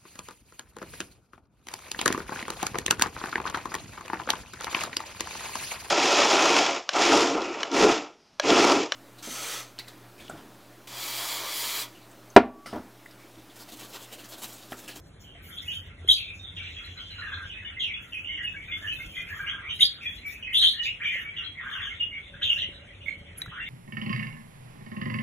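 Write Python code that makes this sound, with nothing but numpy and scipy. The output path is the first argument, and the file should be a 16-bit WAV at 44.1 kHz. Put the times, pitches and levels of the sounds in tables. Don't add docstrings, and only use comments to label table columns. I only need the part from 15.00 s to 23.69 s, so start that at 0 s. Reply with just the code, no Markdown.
import sys
import numpy as np
from scipy import signal
from scipy.fft import rfft, irfft, next_fast_len
from scipy.io import wavfile
from scipy.ndimage import uniform_filter1d

SR = 44100
rng = np.random.default_rng(int(sys.argv[2]) if len(sys.argv) > 2 else 0)


def master_out(mix):
    frames = np.transpose(np.atleast_2d(mix))
    ceiling = np.clip(frames, -1, 1)
    pcm = np.round(ceiling * 32767).astype(np.int16)
    wavfile.write(sys.argv[1], SR, pcm)


def gain_from_db(level_db):
    decades = np.asarray(level_db, float) / 20
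    return 10 ** decades


N = 383229
T = np.arange(N) / SR

# start in seconds, length in seconds,
# middle pitch in Hz, level in dB, glide as share of pitch.
ALARM_CHIRPS = [(1.083, .025, 2040, -41, 0.074), (1.08, .021, 3170, -37, .05),
                (1.09, 0.022, 3380, -14, 0.01), (1.099, 0.043, 3810, -17.5, 0.032),
                (1.105, 0.028, 3200, -19, -0.0047), (1.13, 0.049, 4830, -39, 0.085),
                (4.797, .035, 2170, -38.5, .08), (4.796, 0.024, 3120, -34, 0.14),
                (4.811, 0.037, 3706, -16.5, 0.026), (4.821, 0.019, 3323, -14, 0.00065),
                (4.815, 0.02, 3010, -24, 0.12), (4.835, .04, 4610, -30, .15),
                (7.498, 0.044, 2837, -21, -0.041)]
# start in seconds, length in seconds, middle pitch in Hz,
# level in dB, glide as share of pitch.
RIGHT_BIRD = [
    (8.063, 0.027, 2180, -36, -.02),
    (8.086, 0.024, 2216, -26, 0.052),
    (8.11, .045, 2237, -36.5, -.01),
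]
# start in seconds, length in seconds, middle pitch in Hz,
# level in dB, glide as share of pitch.
CRIES = [
    (5.565, .03, 3950, -31, .05),
    (5.6, .07, 3550, -25, .02),
    (5.665, .02, 3750, -25, .1),
    (5.67, .03, 4350, -32, .05),
    (5.54, 0.057, 3456, -23, .05),
    (5.53, 0.038, 2975, -29, 0.068),
    (5.585, 0.054, 3960, -22.5, .16),
    (5.618, 0.033, 3160, -16.5, -0.081),
    (5.645, 0.037, 3380, -18.5, 0.2),
    (5.68, 0.033, 4110, -28.5, 0.12),
]
# start in seconds, length in seconds,
# middle pitch in Hz, level in dB, glide as share of pitch.
FLICKS = [(.57, 0.03, 3473, -39, 0.12), (.655, 0.082, 2540, -48, -0.072), (.678, 0.042, 2903, -33, 0.0033),
          (.715, 0.015, 3350, -36, 0.27), (2.492, 0.023, 2936, -40.5, -0.19),
          (2.875, 0.046, 2295, -37, -0.21), (2.93, 0.046, 2553, -37.5, 0.29),
          (3.295, 0.052, 3440, -54.5, -0.062), (3.375, 0.04, 1890, -40.5, -.2),
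          (4.465, 0.04, 3085, -32.5, 0.25), (4.63, 0.077, 2275, -41, 0.23), (6.56, 0.093, 1830, -43, -0.44),
          (6.925, 0.034, 3360, -48, 0.12), (7.565, 0.027, 1750, -44, 0.19), (7.71, .06, 3830, -53.5, 0.047),
          (8.005, 0.033, 2830, -49.5, -0.013), (8.015, 0.023, 2520, -53, 0.084),
          (7.335, 0.039, 1604, -48.5, 0), (7.93, 0.011, 2515, -50, 0.0051),
          (8.07, 0.055, 4250, -57.5, -0.058), (5.04, 0.061, 1906, -48, -0.1)]
# start in seconds, length in seconds, middle pitch in Hz,
# level in dB, glide as share of pitch.
SWOOPS = [
    (1.16, 0.07, 2615, -38, -0.03),
    (6.102, 0.086, 2078, -35, -0.094),
    (2.796, 0.064, 3022, -29, -0.27),
    (6.723, .096, 2814, -40, -0.34),
    (6.812, 0.085, 3120, -38.5, -0.18),
    (7.43, 0.089, 3203, -32.5, -0.11),
    (7.588, .058, 2944, -32, -0.086),
    (8.514, 0.044, 1380, -45.5, 0.313),
    (8.559, 0.071, 1738, -38.5, 0.33),
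]
# start in seconds, length in seconds,
# pitch in Hz, level in dB.
LOW_WHISTLES = [(2.179, 0.048, 1454, -45.5), (2.272, 0.024, 1632, -39), (2.318, 0.025, 1623, -33),
                (2.361, 0.033, 1610, -41.5), (2.399, 0.062, 1576, -41.5), (2.765, 0.027, 2087, -38),
                (3.988, 0.019, 1523, -46), (3.278, 0.073, 2160, -42.5), (3.538, 0.03, 1652, -44),
                (3.818, 0.067, 1720, -38), (4.294, 0.054, 1760, -38), (4.474, 0.021, 1590, -36),
                (4.524, 0.034, 1604, -40.5), (4.582, 0.024, 1594, -40), (5.736, 0.098, 1830, -41.5),
                (6.13, 0.11, 1796, -42.5), (6.752, 0.027, 1565, -35), (6.865, 0.02, 1643, -40),
                (7.625, 0.025, 2046, -45), (8.09, 0.046, 2199, -39.5), (8.66, 0.036, 2160, -39)]
# start in seconds, length in seconds, pitch in Hz, level in dB.
MIDDLE_WHISTLES = [(1.59, 0.075, 2318, -44.5), (2.224, 0.12, 2530, -53), (2.52, 0.07, 2555, -43),
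                   (3.01, 0.034, 2720, -59), (3.7, 0.06, 2140, -38.5), (4.13, 0.11, 2435, -44),
                   (4.155, 0.057, 2054, -40), (3.141, 0.053, 2543, -33.5), (3.466, 0.033, 2600, -35.5),
                   (3.559, 0.03, 2253, -40.5), (3.678, 0.044, 2446, -40.5), (3.903, 0.06, 2583, -37.5),
                   (3.998, 0.03, 2180, -41), (4.391, 0.064, 2330, -46), (5.055, 0.03, 2454, -34),
                   (5.244, 0.055, 2290, -39.5), (5.295, 0.02, 2356, -44), (5.429, 0.079, 2550, -39),
                   (6.014, 0.011, 2370, -28.5), (6.044, 0.064, 2364, -28.5), (6.241, 0.066, 2273, -40.5),
                   (7.112, 0.079, 2228, -39.5)]
# start in seconds, length in seconds, pitch in Hz, level in dB.
HIGH_WHISTLES = [(1.555, 0.026, 3330, -45), (1.645, 0.016, 3340, -45), (1.757, 0.033, 3330, -41.5),
                 (1.85, .035, 3356, -47), (1.394, 0.044, 3670, -45), (2.648, 0.018, 2950, -33),
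                 (2.655, 0.025, 3530, -46), (2.006, 0.015, 3400, -42), (2.935, 0.024, 3370, -36.5),
                 (3.431, 0.037, 2870, -30.5), (3.712, 0.056, 3450, -41.5), (3.96, 0.047, 3600, -50),
                 (5.057, 0.042, 3375, -34), (5.795, 0.022, 2910, -25), (5.77, .03, 2950, -36),
                 (6.167, 0.055, 2860, -43.5), (6.443, 0.053, 3290, -40), (6.7, 0.04, 3525, -42.5),
                 (7, 0.027, 2857, -25), (7.048, 0.089, 2860, -44.5), (8.597, 0.053, 2753, -38)]
# start in seconds, length in seconds, middle pitch in Hz, level in dB.
FALLING_WHISTLES = [
    (.752, 0.03, 3095, -39.5),
    (.83, 0.019, 3120, -57),
    (1.271, 0.065, 2453, -44.5),
    (2.093, 0.2, 2830, -49),
    (2.22, 0.054, 1724, -36.5),
    (3.28, 0.1, 2956, -39.5),
    (5.848, .067, 2803, -34),
    (6.361, 0.053, 2860, -34.5),
    (7.465, 0.03, 3130, -33),
]
# start in seconds, length in seconds, middle pitch in Hz, level in dB.
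RISING_WHISTLES = [
    (2.62, 0.043, 1720, -46.5),
    (3.24, 0.073, 2930, -37),
    (3.869, 0.04, 2940, -32),
    (4.388, 0.026, 1583, -35),
    (4.43, 0.024, 1643, -38),
    (4.69, 0.085, 3735, -49),
    (6.655, 0.033, 1600, -35),
    (6.705, 0.023, 1692, -37),
    (6.895, 0.029, 2165, -43),
    (7.552, 0.022, 2800, -27.5),
]
# start in seconds, length in seconds, pitch in Hz, level in dB.
BURRS = [(5.01, .04, 2450, -39), (5.32, .05, 2450, -44), (3.6, .04, 2300, -46), (4.02, .04, 2650, -46),
         (1.204, 0.15, 2504, -47), (1.2, 0.089, 3520, -45.5), (1.44, 0.062, 3520, -46),
         (1.57, 0.025, 2700, -38), (1.665, 0.016, 2740, -37), (1.979, 0.042, 3140, -43),
         (2.318, 0.041, 3420, -42), (.235, 0.14, 3040, -56), (3.122, 0.022, 2895, -35.5),
         (3.37, 0.027, 2946, -38), (3.392, 0.063, 1833, -42.5), (4.148, 0.062, 3260, -41.5),
         (4.688, 0.043, 3020, -34.5), (5.425, 0.0056, 2890, -29.5), (5.463, 0.082, 2104, -41.5),
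         (5.851, 0.034, 2467, -29), (6.796, 0.047, 1766, -37)]
# start in seconds, length in seconds, pitch in Hz, level in dB.
RASPS = [(4.835, .05, 4350, -33), (4.85, .04, 3600, -37), (1.135, .04, 4200, -34), (1.14, .06, 3300, -36),
         (5.83, .04, 4700, -51), (.579, 0.022, 3674, -46.5), (.717, 0.055, 3530, -57),
         (1.562, 0.04, 3315, -42.5), (1.595, 0.077, 2800, -48), (1.74, 0.069, 2700, -47),
         (1.841, 0.059, 2700, -52), (1.75, 0.14, 1800, -59.5), (1.62, 0.13, 3700, -52.5),
         (2.8, 0.043, 3700, -41.5), (3.715, 0.029, 2980, -40), (4.266, 0.061, 2455, -45.5),
         (4.455, 0.065, 2287, -40.5), (5.829, 0.028, 3610, -36), (5.999, 0.061, 1805, -38.5),
         (6.03, 0.077, 3110, -36), (6.115, 0.071, 2830, -39.5), (5.612, 0.036, 1860, -39.5),
         (6.365, 0.026, 3170, -38), (7.414, 0.011, 1830, -36.5), (7.415, 0.079, 2994, -32),
         (7.422, 0.03, 3480, -27.5), (7.488, 0.01, 3260, -33), (7.579, 0.039, 3560, -36.5)]
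# start in seconds, length in seconds, level in dB.
SCOLDS = [
    (2.181, 0.28, -54.5),
    (4.325, 0.4, -53),
    (6.603, .26, -50),
]
# start in seconds, level in dB.
PEEPS = [
    (1.842, -46),
    (1.969, -46),
    (2.104, -45),
    (2.183, -44.5),
    (2.337, -45),
    (3.92, -52),
    (5.17, -50.5),
    (6.439, -43),
]
# start in seconds, length in seconds, level in dB, sheen in dB.
SHRILL_EDGES = [
    (1.077, 0.04, -36, 3),
    (1.33, 0.098, -62, -12),
    (1.542, 0.666, -62.5, -15.5),
    (2.21, 0.28, -65.5, -11),
    (2.8, 0.034, -67, 2.5),
    (3.417, 0.013, -62, 3.5),
    (4.48, 0.069, -72, 0),
    (4.793, 0.027, -40, 5.5),
    (5.53, 0.16, -47, 4),
    (8.372, 0.03, -65, 8),
]
# start in seconds, peak in dB, ring in Hz, T60 in seconds,
# share of dull knock.
CLAW_TICKS = [(.352, -51, 690, 0.16, .02), (1.047, -25, 400, 0.013, 0.026), (6.155, -38, 550, 0.027, 0.023),
              (7.688, -24, 337, 0.012, 0.019), (8.38, -39.5, 11670, 0.03, 0.54),
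              (8.383, -34.5, 11030, 0.094, 0.058), (8.383, -51.5, 7170, 0.041, 0.045),
              (8.394, -48.5, 1510, 0.0085, 0.34), (8.419, -25.5, 1800, 0.01, 0.47),
              (8.418, -20.5, 3900, 0.026, 0.044), (8.419, -46, 8600, .04, 0.043),
              (8.461, -29, 1420, 0.012, 0.35), (8.481, -38, 1680, 0.027, 0.16)]
# start in seconds, length in seconds, level in dB, sheen in dB.
HISS_BURSTS = [(0, 0.083, -68.5, -13), (.192, 0.027, -56.5, -11), (.415, .14, -60, 1),
               (.604, .17, -56, -4), (3.005, 0.21, -68, -0.5), (3.467, 0.48, -70, -11),
               (3.749, 0.15, -64, -2), (3.91, 0.31, -60.5, -2), (4.261, 0.17, -60.5, -3.5),
               (4.721, 0.049, -58.5, -0.5), (5.006, 0.16, -61.5, -2.5), (5.248, 0.084, -54, -2.5),
               (5.81, 0.053, -52.5, -11), (6.022, 0.2, -64, -2), (6.638, .25, -69.5, -4),
               (7.424, 0.15, -58.5, -1.5), (8.045, 0.037, -62.5, -8.5)]
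# frequency in Hz, T60 in seconds.
ROOM_DECAY = [(800, 0.15), (2500, 0.24), (5000, 0.27), (11000, 0.21)]
# frequency in Hz, lead of the left port in radians.
PORT_LEAD = [(250, 0), (1600, .2), (3000, .8), (4050, 1.5), (4400, np.pi), (5200, np.pi), (6200, 2 * np.pi),
             (9500, 2 * np.pi), (11700, 7.6), (12300, 3 * np.pi), (12900, 3 * np.pi), (13700, 4 * np.pi)]
# frequency in Hz, likeness from 0 to 1.
STEREO_LIKENESS = [(130, .998), (290, .8), (640, .5), (1400, .7), (3000, .3), (4400, .995), (5200, 1),
                   (5700, .6), (6200, 1), (7200, 1), (7800, .6), (10000, .3), (12000, .9), (13700, 1)]
# time in seconds, hum in dB, far chatter in dB.
YARD_LEVELS = [(0, -72, -73.5), (0.502, -49, -46.5), (1.4, -45, -63), (1.6, -46.5, -48),
               (2.6, -49.5, -45.5), (2.9, -61, -51), (4.2, -51.5, -47), (5.802, -60.5, -50),
               (6.9, -57, -43), (7.301, -53.5, -49), (8.3, -55, -53.5), (8.69, -69, -43)]
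# time in seconds, level in dB.
TRAFFIC = [
    (0, -48.5),
    (.7, -51.5),
    (1.5, -55),
    (3, -64),
    (4, -46.5),
    (4.8, -54.5),
    (7, -67.5),
    (7.6, -50.5),
    (8.69, -50.5),
]
# time in seconds, level in dB.
FAR_MOTOR = [
    (7.2, -100),
    (7.3, -59.5),
    (8.3, -64),
    (8.5, -77),
]
# time in seconds, level in dB.
LOW_ENGINE = [
    (2.9, -100),
    (3.15, -65),
    (4.2, -64),
    (4.4, -100),
]
# frequency in Hz, density in dB per Hz.
AIR_SPECTRUM = [(22, -39), (44, 6), (70, 0.5), (102, 0), (700, -18), (957, -22), (1560, -20), (2400, -28),
                (3120, -54.5), (5280, -120)]
# start in seconds, length in seconds.
SIDE_LEAKS = [(1.14, .05), (1.53, .06), (1.95, .07), (3.43, .03), (3.53, .03), (4.79, .02), (4.87, .07),
              (5.5, .03), (5.8, .08), (5.895, .03), (7.53, .015), (8.06, .03), (8.37, .06), (8.45, .035),
              (8.595, .025)]


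def close(notes, flutter_hz):
    out = np.zeros(N)
    for s, length, hz, db, glide in notes:
        add(out, *slur(s, max(length - .02, 0), hz, db, glide, flutter_hz, fade_s=.005, swell=.25))
    return out


def birds():
    out = np.zeros(N)
    for s, length, db in SCOLDS:
        add(out, *slur(s, length, 1276, db, 0.023, 427))
    rattle_hz = 42 + 12 * np.sin(31 * T)
    out *= 1 + .7 * np.sin(2 * np.pi * np.cumsum(rattle_hz) / SR)
    voices = [(LOW_WHISTLES, 0.035, 226), (MIDDLE_WHISTLES, 0.013, 206), (HIGH_WHISTLES, 0.0028, 149),
              (FALLING_WHISTLES, -0.066, 276), (RISING_WHISTLES, .085, 280),
              (BURRS, 0.0067, 510), (RASPS, -0.0094, 820)]
    for notes, glide, flutter_hz in voices:
        for row in notes:
            add(out, *slur(*row, glide, flutter_hz))
    for row in SWOOPS:
        add(out, *slur(*row, flutter_hz=540))
    for notes, flutter_hz in (FLICKS, 333), (CRIES, 433):
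        for row in notes:
            add(out, *slur(*row, flutter_hz, fade_s=0.023))
    for s, db in PEEPS:
        add(out, *slur(s, .03, 4020, db, 0, 180))
    return out


def slur(s, length, hz, db, glide, flutter_hz, fade_s=0.026, swell=1):
    return s - .005, note(length, hz * (1 - glide / 2), hz * (1 + glide / 2), db, flutter_hz, fade_s, swell)


def note(length, hz0, hz1, db, flutter_hz=210, fade_s=0.043, swell=1):
    t = np.arange(0, length + .02, 1 / SR)
    size, steps = next_fast_len(len(t)), np.arange(-600, 600)
    sidebands = np.zeros(size, complex)
    sidebands[steps % size] = rng.standard_normal((len(steps), 2)) @ [1, 1j]
    off_hz = np.fft.fftfreq(size, 1 / SR)
    core = np.exp(-(off_hz / (flutter_hz * .5)) ** 2)
    skirt = gain_from_db(-20) * np.exp(-(off_hz / 630) ** 2)
    sidebands *= core + skirt
    wobble = evened(np.fft.ifft(sidebands)[:len(t)])
    ragged = np.clip(flutter_hz / 380, 0, .93)
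    swing = (1 - ragged) + ragged * wobble
    carrier = np.exp(2j * np.pi * np.cumsum(np.linspace(hz0, hz1, len(t))) / SR)
    tone = evened(swing * carrier)
    tone = tone + gain_from_db(-29) * ragged ** 2 * evened(tone * tone)
    rise_s = swell * (0.013 + 0.035 * length)
    rise = np.sin(np.minimum(t / rise_s, 1) * np.pi / 2) ** 2
    fall = np.clip((t[-1] - t) / fade_s, 0, 1)
    return gain_from_db(db) * np.sqrt(2) * tone.real * rise * fall


def ticks():
    out, t = np.zeros(N), np.arange(6000) / SR
    for s, db, hz, t60, knock in CLAW_TICKS:
        onset = np.minimum(t * hz, 1)
        ring = np.sin(2 * np.pi * hz * t) * gain_from_db(-60 * t / t60) * onset
        crack = uniform_filter1d(rng.standard_normal(len(t)), size=5) * np.exp(-t / 0.0027)
        add(out, s, gain_from_db(db) * (ring + knock * crack))
    return out


def treble_hiss():
    power, t = np.zeros((3, N)), T[:SR]
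    for bursts, top_db in (HISS_BURSTS, -8.5), (SHRILL_EDGES, -19):
        for s, length, db, sheen_db in bursts:
            decay_db = 253.0 * np.clip(t - length, 0, 1)
            shape = np.clip(t / 0.026, 0, 1) * gain_from_db(db - decay_db)
            for row, band_db in zip(power, (0, sheen_db, top_db + 0.25 * sheen_db)):
                add(row, s, (gain_from_db(band_db) * shape) ** 2)
    power[-1] += gain_from_db(-91) ** 2
    bands = [band(4200, 7290, 2.0), band(8980, 11900, 3.3), band(12900, 15300, 2.5)]
    return (np.sqrt(power) * bands).sum(0)


def room(x):
    taps = np.zeros((2, SR // 2))
    slots = np.arange(160, SR // 2 - 20, 20)
    at = slots + rng.integers(0, 20, (2, (SR // 2 - 161) // 20))
    np.put_along_axis(taps, at, rng.choice([-1., 1.], at.shape), 1)
    hz, t, z = signal.stft(taps, SR, nperseg=256)
    decay = gain_from_db(-60 * t / read(ROOM_DECAY, hz)[:, None])
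    tail = signal.istft(z * decay, SR, nperseg=256)[1]
    return signal.fftconvolve(x[None], tail / np.linalg.norm(tail[0]), axes=1)[:, :N]


def ports(a, b):
    hz = np.fft.rfftfreq(N, 1 / SR)
    apart = np.arccos(np.clip(read(STEREO_LIKENESS, hz), 0, 1)) / 2
    lead = np.exp(.5j * read(PORT_LEAD, hz))
    a = rfft(a) * np.cos(apart)
    b = 1j * rfft(b) * np.sin(apart)
    return irfft([(a + b) * lead, (a - b) / lead], N)


def chatter(count=560):
    out = np.zeros(N)
    for s, pitch, glide, size in rng.random((count, 4)):
        hz = 1420 + 2150 * pitch
        add(out, s * T[-1], note(.04, hz, hz * (.9 + .2 * glide), 4 * size, 500))
    s, _, far_db = np.transpose(YARD_LEVELS)
    bed = gain_from_db(-9) * band(1740, 3680, 3.3)
    return (evened(out) + bed) * gain_from_db(np.interp(T, s, far_db))


def air():
    hz = np.fft.rfftfreq(N, 1 / SR)
    s, hum_db, _ = np.transpose(YARD_LEVELS)
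    traffic_db = np.interp(T, *np.transpose(TRAFFIC))
    rumble = band(40, 183.0, 5.6) * gain_from_db(traffic_db - 5.0)
    gust = band(170, 730, 3.3) * gain_from_db(traffic_db - 15)
    out = []
    for _ in range(2):
        wash = irfft(rfft(rng.standard_normal(N)) * gain_from_db(read(AIR_SPECTRUM, hz)), N)
        wash = evened(wash) * gain_from_db(-52.5)
        hum = band(78.64, 98.8, 4.25) * gain_from_db(np.interp(T, s, hum_db) - 0.5)
        motor = band(569 * .95, 569 * 1.05, 2.5) * gain_from_db(np.interp(T, *np.transpose(FAR_MOTOR)))
        engine = band(311.3 * .96, 311.3 * 1.04, 2.7) * gain_from_db(np.interp(T, *np.transpose(LOW_ENGINE)))
        hiss = gain_from_db(-71.5) * band(2500, 10470, 1.9) + gain_from_db(-73) * band(3200, 4400, 4)
        out.append(wash + rumble + gust + hum + motor + engine + hiss)
    return np.array(out)


def band(lo_hz, hi_hz, patchy_db):
    sos = signal.butter(6, [lo_hz, hi_hz], "bandpass", fs=SR, output="sos")
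    x = signal.sosfilt(sos, rng.standard_normal(N))
    flicker = evened(uniform_filter1d(rng.standard_normal(N), 900))
    return evened(x * gain_from_db(patchy_db * flicker))


def evened(x):
    return x / np.sqrt(np.mean(abs(x) ** 2) + 1e-20)


def read(points, hz):
    f, value = np.transpose(points)
    return np.interp(np.log(hz + 1), np.log(f + 1), value)


def add(mix, s, sound):
    part = mix[round(s * SR):][:len(sound)]
    part += sound[:len(part)]


def scene():
    near, far, claws = birds(), chatter(), ticks()
    loud = close(ALARM_CHIRPS, 265)
    wet = room(gain_from_db(-6.5) * loud + gain_from_db(-2) * near + gain_from_db(-3.0) * far + gain_from_db(-12.5) * claws)
    hiss = np.array([treble_hiss(), treble_hiss()])
    direct = gain_from_db(0.5) * (near + claws + loud) + gain_from_db(-22.5) * far
    fields = wet * gain_from_db([[-.1], [4]]) + hiss + air() + direct * gain_from_db([[-.1], [-9]])
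    return ports(*fields) + gain_from_db([[-11], [1]]) * close(RIGHT_BIRD, 227)


def duck(x):
    power_db = 10 * np.log10(abs(uniform_filter1d((x ** 2).mean(0), size=800)) + 1e-12)
    recovery_db = T * 78
    held_db = np.maximum.accumulate(power_db + recovery_db) - recovery_db
    over_db = np.maximum(held_db + 23.5, 0)
    lagged_db = np.interp(T - 0.056, T, uniform_filter1d(over_db, size=600))
    return x / gain_from_db(0.33 * lagged_db)


def joined(z, hz, t):
    mid, side = (z[0] + z[1]) / 2, (z[0] - z[1]) / 2
    mid_power = uniform_filter1d(abs(mid) ** 2, size=9, axis=0)
    side_power = uniform_filter1d(abs(side) ** 2, size=9, axis=0)
    weak = mid_power < side_power / gain_from_db(2 * 9.5)
    leaking = sum((t > s) & (t < s + length) for s, length in SIDE_LEAKS) > 0
    leaked = leaking * (mid + 1j * gain_from_db(-11) * side)
    mid = np.where(weak & (hz > 3500) & (hz < 5600), leaked, mid)
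    return np.array([mid + side, mid - side])


def dropouts(x):
    hz, t, z = signal.stft(x, SR, nperseg=1024)
    hz = hz[:, None]
    patch_db = 10 * np.log10(uniform_filter1d(abs(z) ** 2, size=9, axis=1).mean(0) + 1e-20)
    nearby_db = uniform_filter1d(patch_db.max(0), size=3)
    luck = uniform_filter1d(rng.standard_normal(patch_db.shape), size=7, axis=0)
    luck = evened(uniform_filter1d(luck, size=5))
    starved = (luck > .9) & (patch_db < nearby_db - 18) & (hz < 9000)
    fall_db = 10 * hz / 1000 + 151 * t
    mask_db = np.maximum.accumulate(patch_db + fall_db, axis=0)
    mask_db = np.maximum.accumulate(mask_db, axis=1) - fall_db - 22.5
    mask_db = mask_db + 4.5 * (hz < 4500)
    hole = (abs(hz - 5000) < 130 / 2) & (luck > -.5)
    streaks = evened(uniform_filter1d(rng.standard_normal(patch_db.shape), size=7))
    faint = patch_db < np.maximum(-104.5, nearby_db - 50.0)
    shut = (starved | hole | faint) & (hz > 3600)
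    shut = shut | ((patch_db < mask_db) & (hz > 3300))
    streak_db = 3.5 * (1 + (hz > 12500)) * streaks
    z = z * np.where(shut, .03, 1) * gain_from_db((streak_db - 3 * luck - 2) * (hz > 4300))
    return signal.istft(joined(z, hz, t), SR, nperseg=1024)[1][:, :N]


def low_pass(x):
    return signal.sosfilt(signal.butter(12, 16150, fs=SR, output="sos"), x)


def record(dry):
    mix = dropouts(duck(dry))
    return low_pass(mix)


dry = scene()
out = record(dry)
master_out(out)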